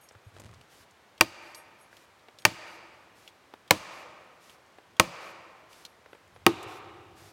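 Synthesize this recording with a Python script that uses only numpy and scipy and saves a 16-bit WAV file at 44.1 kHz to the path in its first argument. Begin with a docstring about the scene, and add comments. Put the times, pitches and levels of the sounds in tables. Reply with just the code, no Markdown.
"""In still forest air a forester shifts his boots, crunching needles and twigs, and winds up his axe.
Five blows, from 1.2 s to 6.5 s, drive three plastic felling wedges into the cut of a standing spruce.
Each cracks, rings briefly in wedge and trunk, overloads the close microphone and rolls back from the
forest. Between blows his jacket swishes and his gear ticks and jingles; at the end he shifts again."""
import sys
import numpy as np
from scipy import signal
from scipy.fft import rfft, irfft
from scipy.io import wavfile

SR = 44100
rng = np.random.default_rng(int(sys.argv[2]) if len(sys.argv) > 2 else 0)


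def pcm_store(signal):
    """Save signal as 16-bit PCM."""
    levels = np.round(np.clip(np.atleast_2d(signal), -1, 1) * 32767)
    wavfile.write(sys.argv[1], SR, levels.astype(np.int16).T)


N = 322812
TIME = np.arange(N) / SR

# bed of still forest air: f/Hz, level/dB
AIR_COLOUR = [(25, -27), (45, -17.5), (65, -1.5), (110, -1), (180, -3.5), (500, 0.5), (1100, -0.5),
              (2200, -5.5), (4000, -12), (8000, -20), (16000, -29)]
# soft boot thuds on the forest floor: t/s, level/dB
STEPS = [(0.154, -42), (0.264, -34.5), (0.448, -38), (0.528, -38.5), (0.8, -49), (6.66, -36),
         (7.012, -47.5)]
# shifts of body weight: t/s, length/s, level/dB
WEIGHT_SHIFTS = [(.37, .2, -55.5), (6.32, 0.95, -62)]
# rumble of feet and body: f/Hz, level/dB
RUMBLE_COLOUR = [(25, -17.5), (60, -4.5), (100, 9), (160, -5), (250, -11.5), (500, -24), (2000, -57.5)]
# crunch of needles and twigs: f/Hz, level/dB
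LITTER_COLOUR = [(150, 4.5), (400, 4), (1000, -4), (2000, -5), (5000, -12), (9000, -13.5), (16000, -36)]
# sleeve swish ahead of the first blow: middle t/s, length/s, level/dB
FIRST_WIND_UP = (0.773, 0.15, -60)
# swishes after a blow, pull-back then wind-up: delay/s, length/s, level/dB after the first blow
ARM_MOVES = [(0.266, 0.12, -64), (0.776, .155, -64.5)]
# hiss of jacket cloth: f/Hz, level/dB
CLOTH_COLOUR = [(1000, 1), (3000, -2.5), (5000, -1.5), (8000, -6.5), (12000, -8.5), (16000, -18.5)]
# jolts of a small metal buckle: t/s, relative level/dB, dangling time/s
JINGLES = [(.01, -62.5, .35), (1.551, -55, .35), (2.39, -63.5, .1), (5.87, -65.5, .8)]
# modes of the buckle: f/Hz, level/dB
BUCKLE_MODES = [(5626, -8.5), (6632, -6), (8479, -2), (10584, -10), (10917, -3.5), (11596, -7),
                (12904, -5.5)]
# dull knocks of boots and axe handle: t/s, relative level/dB
KNOCKS = [(0.109, -43.5), (0.15, -41.5), (0.364, -37), (.401, -41), (0.49, -40), (0.529, -45),
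          (1.928, -41.5), (2.284, -35.5), (3.537, -30), (4.784, -36.5), (6.059, -40), (6.13, -35),
          (6.149, -39.5), (6.361, -39)]
# their woody tone: f/Hz, level/dB
KNOCK_COLOUR = [(100, -49.5), (250, -1.5), (480, 8), (900, 3), (1500, 0.5), (3500, -10), (8000, -32.5),
                (16000, -32)]
# bright ticks of gear and twigs: t/s, relative level/dB, f/Hz
TICKS = [(0.0883, -45.5, 5400), (0.361, -52.5, 3860), (0.3993, -42, 7260), (.5433, -50, 4480),
         (0.6112, -47.5, 2980), (1.547, -34.5, 4700), (1.968, -43, 3190), (2.387, -39.5, 3650),
         (3.277, -38.5, 3360), (4.4962, -41.5, 3220), (5.7294, -41, 2900), (5.8506, -31.5, 4100),
         (6.629, -39.5, 7530)]
# scatter off the ground and nearby trunks: f/Hz, level/dB
NEAR_COLOUR = [(60, -12), (120, -6), (300, -1.5), (1000, -19.5), (2500, -26), (5000, -19), (10000, -25),
               (16000, -29)]
# decay of that scatter: f/Hz, t60/s
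NEAR_T60 = [(80, 0.38), (400, 0.13), (2500, 0.43), (8000, 0.38), (16000, 0.38)]
# echo from the far stand: f/Hz, level/dB
FAR_COLOUR = [(60, -30), (220, -25.5), (330, -14), (450, -17), (700, -14.5), (1250, -16), (1700, -17.5),
              (2500, -22), (3300, -23.5), (5000, -13.5), (8000, -23), (16000, -31)]
# its extra loss on the way: f/Hz, loss/(dB/s)
FAR_LOSS = [(100, -8), (1000, 2.5), (2500, 7.5), (5000, 24), (8000, 33), (16000, 55)]
# crack of steel on plastic: f/Hz, level/dB
CRACK_COLOUR = [(200, -10.5), (700, -6), (2400, -2.5), (3400, -5), (5000, -8), (8000, -11.5), (12000, -16),
                (16000, -18.5)]
# modes of wedges and trunk: base f/Hz, t60/s, level/dB for a hit on the first, second, third wedge
TREE_MODES = [ (110, 0.13, -26, -29.5, -22), (179, 0.042, -24.5, -19, -14.5),
              (333.6, 0.12, -20.5, -24.5, -11), (400, 0.033, -31, -36, -9.5), (519, 0.043, -23, -15, -15.5),
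              (619, 0.065, -19.5, -16.5, -23.5), (764, 0.049, -19.5, -19, -9.5),
              (906.5, 0.042, -12.5, -14, -11.5), (1074, 0.054, -19.5, -12, -12),
              (1242, 0.029, -10.5, -9, -5.5), (1518, 0.03, -15, -18, -14.5),
              (1865, .028, -8.5, -11.5, -12.5), (2373, 0.013, 2, 0.5, -1), (2770, 0.014, -3, -5, -1),
              (3720, 0.0051, -12.5, -13.5, -0.5), (4693, 0.019, -7.5, -12.5, -19),
              (6250, 0.012, -17.5, -19.5, -40)]
# axe blows: t/s, force/dB, crack/dB, trunk thud/dB, forest answer/dB,
# blur of the modes in the echo as a share of their pitch, pitch factor
BLOWS = [(1.2099, -0.5, 0, -6.5, -4, 0.065, 1.0), (2.4518, -2.5, 1.5, 0, 0, 0.1, 0.98),
         (3.7085, -2, 2.5, 0, 0.5, 0.083, 0.91), (4.9977, -1, -0.5, 1, 1, 0.11, 1.015),
         (6.4650, -2.5, -3, -4.5, 1.5, 0.13, 1.02)]
# the wedge each blow lands on: index from 0
WEDGE_STRUCK = [0, 0, 1, 1, 2]

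CRACK_T60_S, SPLINTER_DB, SPLINTER_T60_S = 0.0091, -25, 0.08
THUD_HZ = 300   # modes below this are the thud of the trunk


def from_db(db):
    """Decibels to gain."""
    return 10 ** (np.asarray(db) / 20)


def at_hz(points, hz):
    """Read a table on a log-frequency axis."""
    known, values = np.transpose(points)
    return np.interp(np.log(np.maximum(hz, 1)), np.log(known), values)


def fade(t60, size):
    """Exponential decay from 1."""
    return np.exp(-np.log(1000) * TIME[:size] / t60)


def gesture(start, length, ramp_s):
    """Envelope of a movement: it ramps up to 1 by its start, holds for its length and ramps out."""
    return np.clip(np.minimum(1 + (TIME - start) / ramp_s, 1 + (start + length - TIME) / ramp_s), 0, 1)


def coloured(x, spectrum):
    """EQ a sound; white noise keeps its power."""
    gain = from_db(at_hz(spectrum, np.fft.rfftfreq(len(x), 1 / SR)))
    return irfft(rfft(x) * gain / np.sqrt(np.mean(gain ** 2)), len(x))


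def noise(spectrum, size):
    """Coloured noise of rms 1."""
    return coloured(rng.standard_normal(size), spectrum)


def burst(spectrum, envelope):
    """A short contact noise, coloured by what it shakes; it starts 1 ms in."""
    contact = rng.standard_normal(len(envelope)) * envelope
    return coloured(np.r_[np.zeros(SR // 1000), contact], spectrum)


def add(track, s, sound):
    """Mix a sound into the track at time s."""
    start = max(round(s * SR), 0)
    track[start:start + len(sound)] += sound[:max(N - start, 0)]


def forest_air(level_db):
    """Still air lays a steady, dark hush under everything."""
    return from_db(level_db) * noise(AIR_COLOUR, N)


def footing(thud_hz, t60, standing_db):
    """Boots thud into soft ground, and shifting weight rumbles."""
    thuds, t = np.zeros(N), TIME[:SR // 4]
    for s, db in STEPS:
        pitch = thud_hz * np.exp(0.093 * rng.standard_normal())
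        press = 2 * (1 - np.exp(-t / 0.013)) * fade(t60, len(t))
        add(thuds, s, from_db(db) * press * np.sin(2 * np.pi * pitch * t))
    shifting = sum(from_db(db) * gesture(s, length, ramp_s=.08) for s, length, db in WEIGHT_SHIFTS)
    return thuds + (from_db(standing_db) + shifting) * noise(RUMBLE_COLOUR, N)


def scuff(start_s, length_s, level_db, sag_db_per_s, snaps_per_s, spread_db):
    """Dry litter breaks under a sliding boot in tiny, uneven snaps, softer as the boot slows."""
    snaps = (rng.random(N) < snaps_per_s / SR) * rng.choice([-1, 1], N)
    snaps = snaps * from_db(spread_db * np.minimum(rng.exponential(1, N), 4))
    slide = gesture(start_s, length_s, ramp_s=.025) * from_db(level_db - sag_db_per_s * (TIME - start_s))
    return slide * coloured(snaps / np.std(snaps), LITTER_COLOUR)


def sleeves(flatness, growth_db):
    """Stiff cloth hisses while it slides, louder with each blow as the swings get wider."""
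    swishes = [FIRST_WIND_UP]
    for k, (s, *_) in enumerate(BLOWS):
        swishes += [(s + delay, length, db + growth_db * k) for delay, length, db in ARM_MOVES]
    sliding = np.zeros(N)
    for middle, length, db in swishes:
        off_centre = np.minimum(np.abs(2 * (TIME - middle) / length), 10)
        sliding += from_db(db) * np.exp(-off_centre ** flatness)
    return sliding * noise(CLOTH_COLOUR, N)


def buckle(gain_db, t60, spread_db, rattle_s, touches, swing_s, swing_db):
    """Thin metal rattles at a jolt, then softly on each swing; every touch rings a new mix of modes."""
    out, t = np.zeros(N), TIME[:SR // 4]
    rattles = [(s + later, db + swing_db * (later > 0))
               for s, db, dangling in JINGLES for later in np.arange(0, dangling, swing_s)]
    for s, db in rattles:
        envelope = from_db(db + gain_db) / np.sqrt(touches) * fade(t60, len(t))
        for delay in rattle_s * np.r_[0, rng.random(touches - 1)]:
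            ring = sum(from_db(mode_db + spread_db * rng.standard_normal()) * np.sin(2 * np.pi * hz * t)
                       for hz, mode_db in BUCKLE_MODES)
            add(out, s + delay, envelope * ring)
    return out


def knocks(gain_db, t60):
    """Boots and axe handle make soft, woody contacts."""
    out = np.zeros(N)
    for s, db in KNOCKS:
        add(out, s, from_db(db + gain_db) * burst(KNOCK_COLOUR, fade(t60, SR // 10)))
    return out


def tick_cues(strays):
    """Set ticks, one in each downswing but the last, and faint strays: t/s, relative level/dB, f/Hz."""
    downswings = [(s - .031, -46, 3250) for s, *_ in BLOWS[:-1]]
    scattered = [(when * N / SR, -59 + 5 * strength, 4000 * (9000 / 4000) ** pitch)
                 for when, strength, pitch in rng.random((strays, 3))]
    return TICKS + downswings + scattered


def ticks(gain_db, t60, ping, bounce_db):
    """Gear and twigs snap and bounce once, each with a brief ping at a pitch of its own."""
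    out, t = np.zeros(N), TIME[:SR // 10]
    for s, db, hz in tick_cues(strays=12):
        colour = sorted([(hz / 2, -12.5), (hz, 0), (hz * 2, -12), (16000, -24)])
        envelope = from_db(db + gain_db) * (fade(t60, len(t)) + 0.21 * fade(.06, len(t)))
        for delay, gain in [(0, 1), (rng.uniform(0.0018, 0.013), from_db(bounce_db))]:
            add(out, s + delay - .001, gain * burst(colour, envelope))
            add(out, s + delay, gain * ping * envelope * np.sin(2 * np.pi * hz * t))
    return out


def radiated(wedge, crack_db, thud_db, blur, hz):
    """Spectrum that a blow sends into the forest: the powers of crack and modes add."""
    crack = from_db(2 * at_hz(CRACK_COLOUR, hz))
    power = from_db(2 * crack_db) * crack / crack.mean() * CRACK_T60_S * SR / (2 * np.log(1000))
    for pitch, t60, *levels_db in TREE_MODES:
        damping = np.log(1000) / t60
        width = damping + np.pi * pitch * blur
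        height = from_db(levels_db[wedge] + thud_db * (pitch < THUD_HZ)) * SR / 2
        skirt = (1 + (2 * np.pi * (hz - pitch) / width) ** 2) ** 2   # steep, to keep the modes apart
        power += 2 * height ** 2 / (damping * width) / skirt
    return np.sqrt(power)


def far_swell_db(t, peak_db, attack_s, hold_s, fall_db_per_s):
    """The far echo swells as the sound reaches more trunks, holds, then dies away."""
    reached = np.minimum(.07 + t / attack_s, 1)
    return peak_db + 20 * np.log10(reached) - fall_db_per_s * np.maximum(t - attack_s - hold_s, 0)


def forest_echo(wedge, crack_db, thud_db, blur):
    """Countless trunks answer: a quick near scatter, then a far swell that loses its treble."""
    size = SR * 8 // 5
    t, hz = TIME[:size], np.fft.rfftfreq(size, 1 / SR)
    centres = np.geomspace(60, 16000, 13)
    wash = rfft(rng.standard_normal(size)) / np.sqrt(SR) * radiated(wedge, crack_db, thud_db, blur, hz)
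    swell_db = far_swell_db(t, peak_db=2.5, attack_s=0.16, hold_s=.085, fall_db_per_s=30.5)
    out = np.zeros(size)
    for centre, share in zip(centres, np.eye(len(centres))):
        band = irfft(wash * at_hz(np.c_[centres, share], hz), size)
        t60 = at_hz(NEAR_T60, centre)
        near = from_db(at_hz(NEAR_COLOUR, centre)) * fade(t60, size) * np.sqrt(2 * np.log(1000) / t60)
        far = from_db(at_hz(FAR_COLOUR, centre) + swell_db - at_hz(FAR_LOSS, centre) * t)
        out += band * np.sqrt(near ** 2 + far ** 2)
    return out


def blow(wedge, crack_db, thud_db, tuning):
    """Steel hits plastic: a crack with a splintery tail, over the damped ring of wedge and trunk."""
    size = SR // 4
    t = TIME[:size]
    crack_envelope = fade(CRACK_T60_S, size) + from_db(SPLINTER_DB) * fade(SPLINTER_T60_S, size)
    out = from_db(crack_db) * noise(CRACK_COLOUR, size) * crack_envelope
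    for k, (hz, t60, *levels_db) in enumerate(TREE_MODES):
        gain = from_db(levels_db[wedge] + thud_db * (hz < THUD_HZ))
        attack = 1 - np.exp(-t * hz / 0.21)   # heavy, low modes take longer to get going
        out += (-1) ** k * gain * attack * fade(t60, size) * np.sin(2 * np.pi * hz * tuning * t)
    return out


def axe(seating_db, seating_s):
    """Five blows: the wedge gives a little, the full impact lands and the forest answers."""
    out, seating = np.zeros(N), np.hanning(round(seating_s * SR))
    for (s, force_db, crack_db, thud_db, answer_db, blur, tuning), wedge in zip(BLOWS, WEDGE_STRUCK):
        add(out, s - seating_s, from_db(force_db + seating_db) * seating)
        add(out, s, from_db(force_db) * blow(wedge, crack_db, thud_db, tuning))
        add(out, s, from_db(force_db + answer_db) * forest_echo(wedge, crack_db, thud_db, blur))
    return out


def scene():
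    """Mono mix: the forester's foley and the axe blows over a bed of forest air."""
    foley = ticks(gain_db=-7.5, t60=0.028, ping=.6, bounce_db=-11.5)
    foley += knocks(gain_db=-5, t60=0.025)
    foley += buckle(gain_db=1.5, t60=0.15, spread_db=5, rattle_s=0.044, touches=6,
                    swing_s=.235, swing_db=-9)
    foley += sleeves(flatness=7.1, growth_db=1.66)
    foley += footing(thud_hz=109, t60=0.064, standing_db=-80)
    foley += scuff(start_s=.345, length_s=0.34, level_db=-57, sag_db_per_s=26,
                   snaps_per_s=700, spread_db=6)
    blows = axe(seating_db=-18, seating_s=0.00061)
    return (forest_air(level_db=-60.5) + foley + blows)[None]


def record(dry):
    """The first milliseconds of each blow overload the input; the deepest bass and the top are cut."""
    ceiling, knee, low_cut_hz, high_cut_hz = .66, 5, 39, 16300
    oversampled = signal.resample_poly(dry, 2, 1, axis=-1)   # the wave also clips between samples
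    clipped = oversampled / (1 + np.abs(oversampled / ceiling) ** knee) ** (1 / knee)
    high_pass = signal.butter(2, low_cut_hz, "high", fs=2 * SR, output="sos")
    low_pass = signal.firwin(301, high_cut_hz, window=("kaiser", 9), fs=2 * SR)
    return signal.resample_poly(signal.sosfilt(high_pass, clipped), 1, 2, axis=-1, window=low_pass)


dry = scene()
out = record(dry)
pcm_store(out)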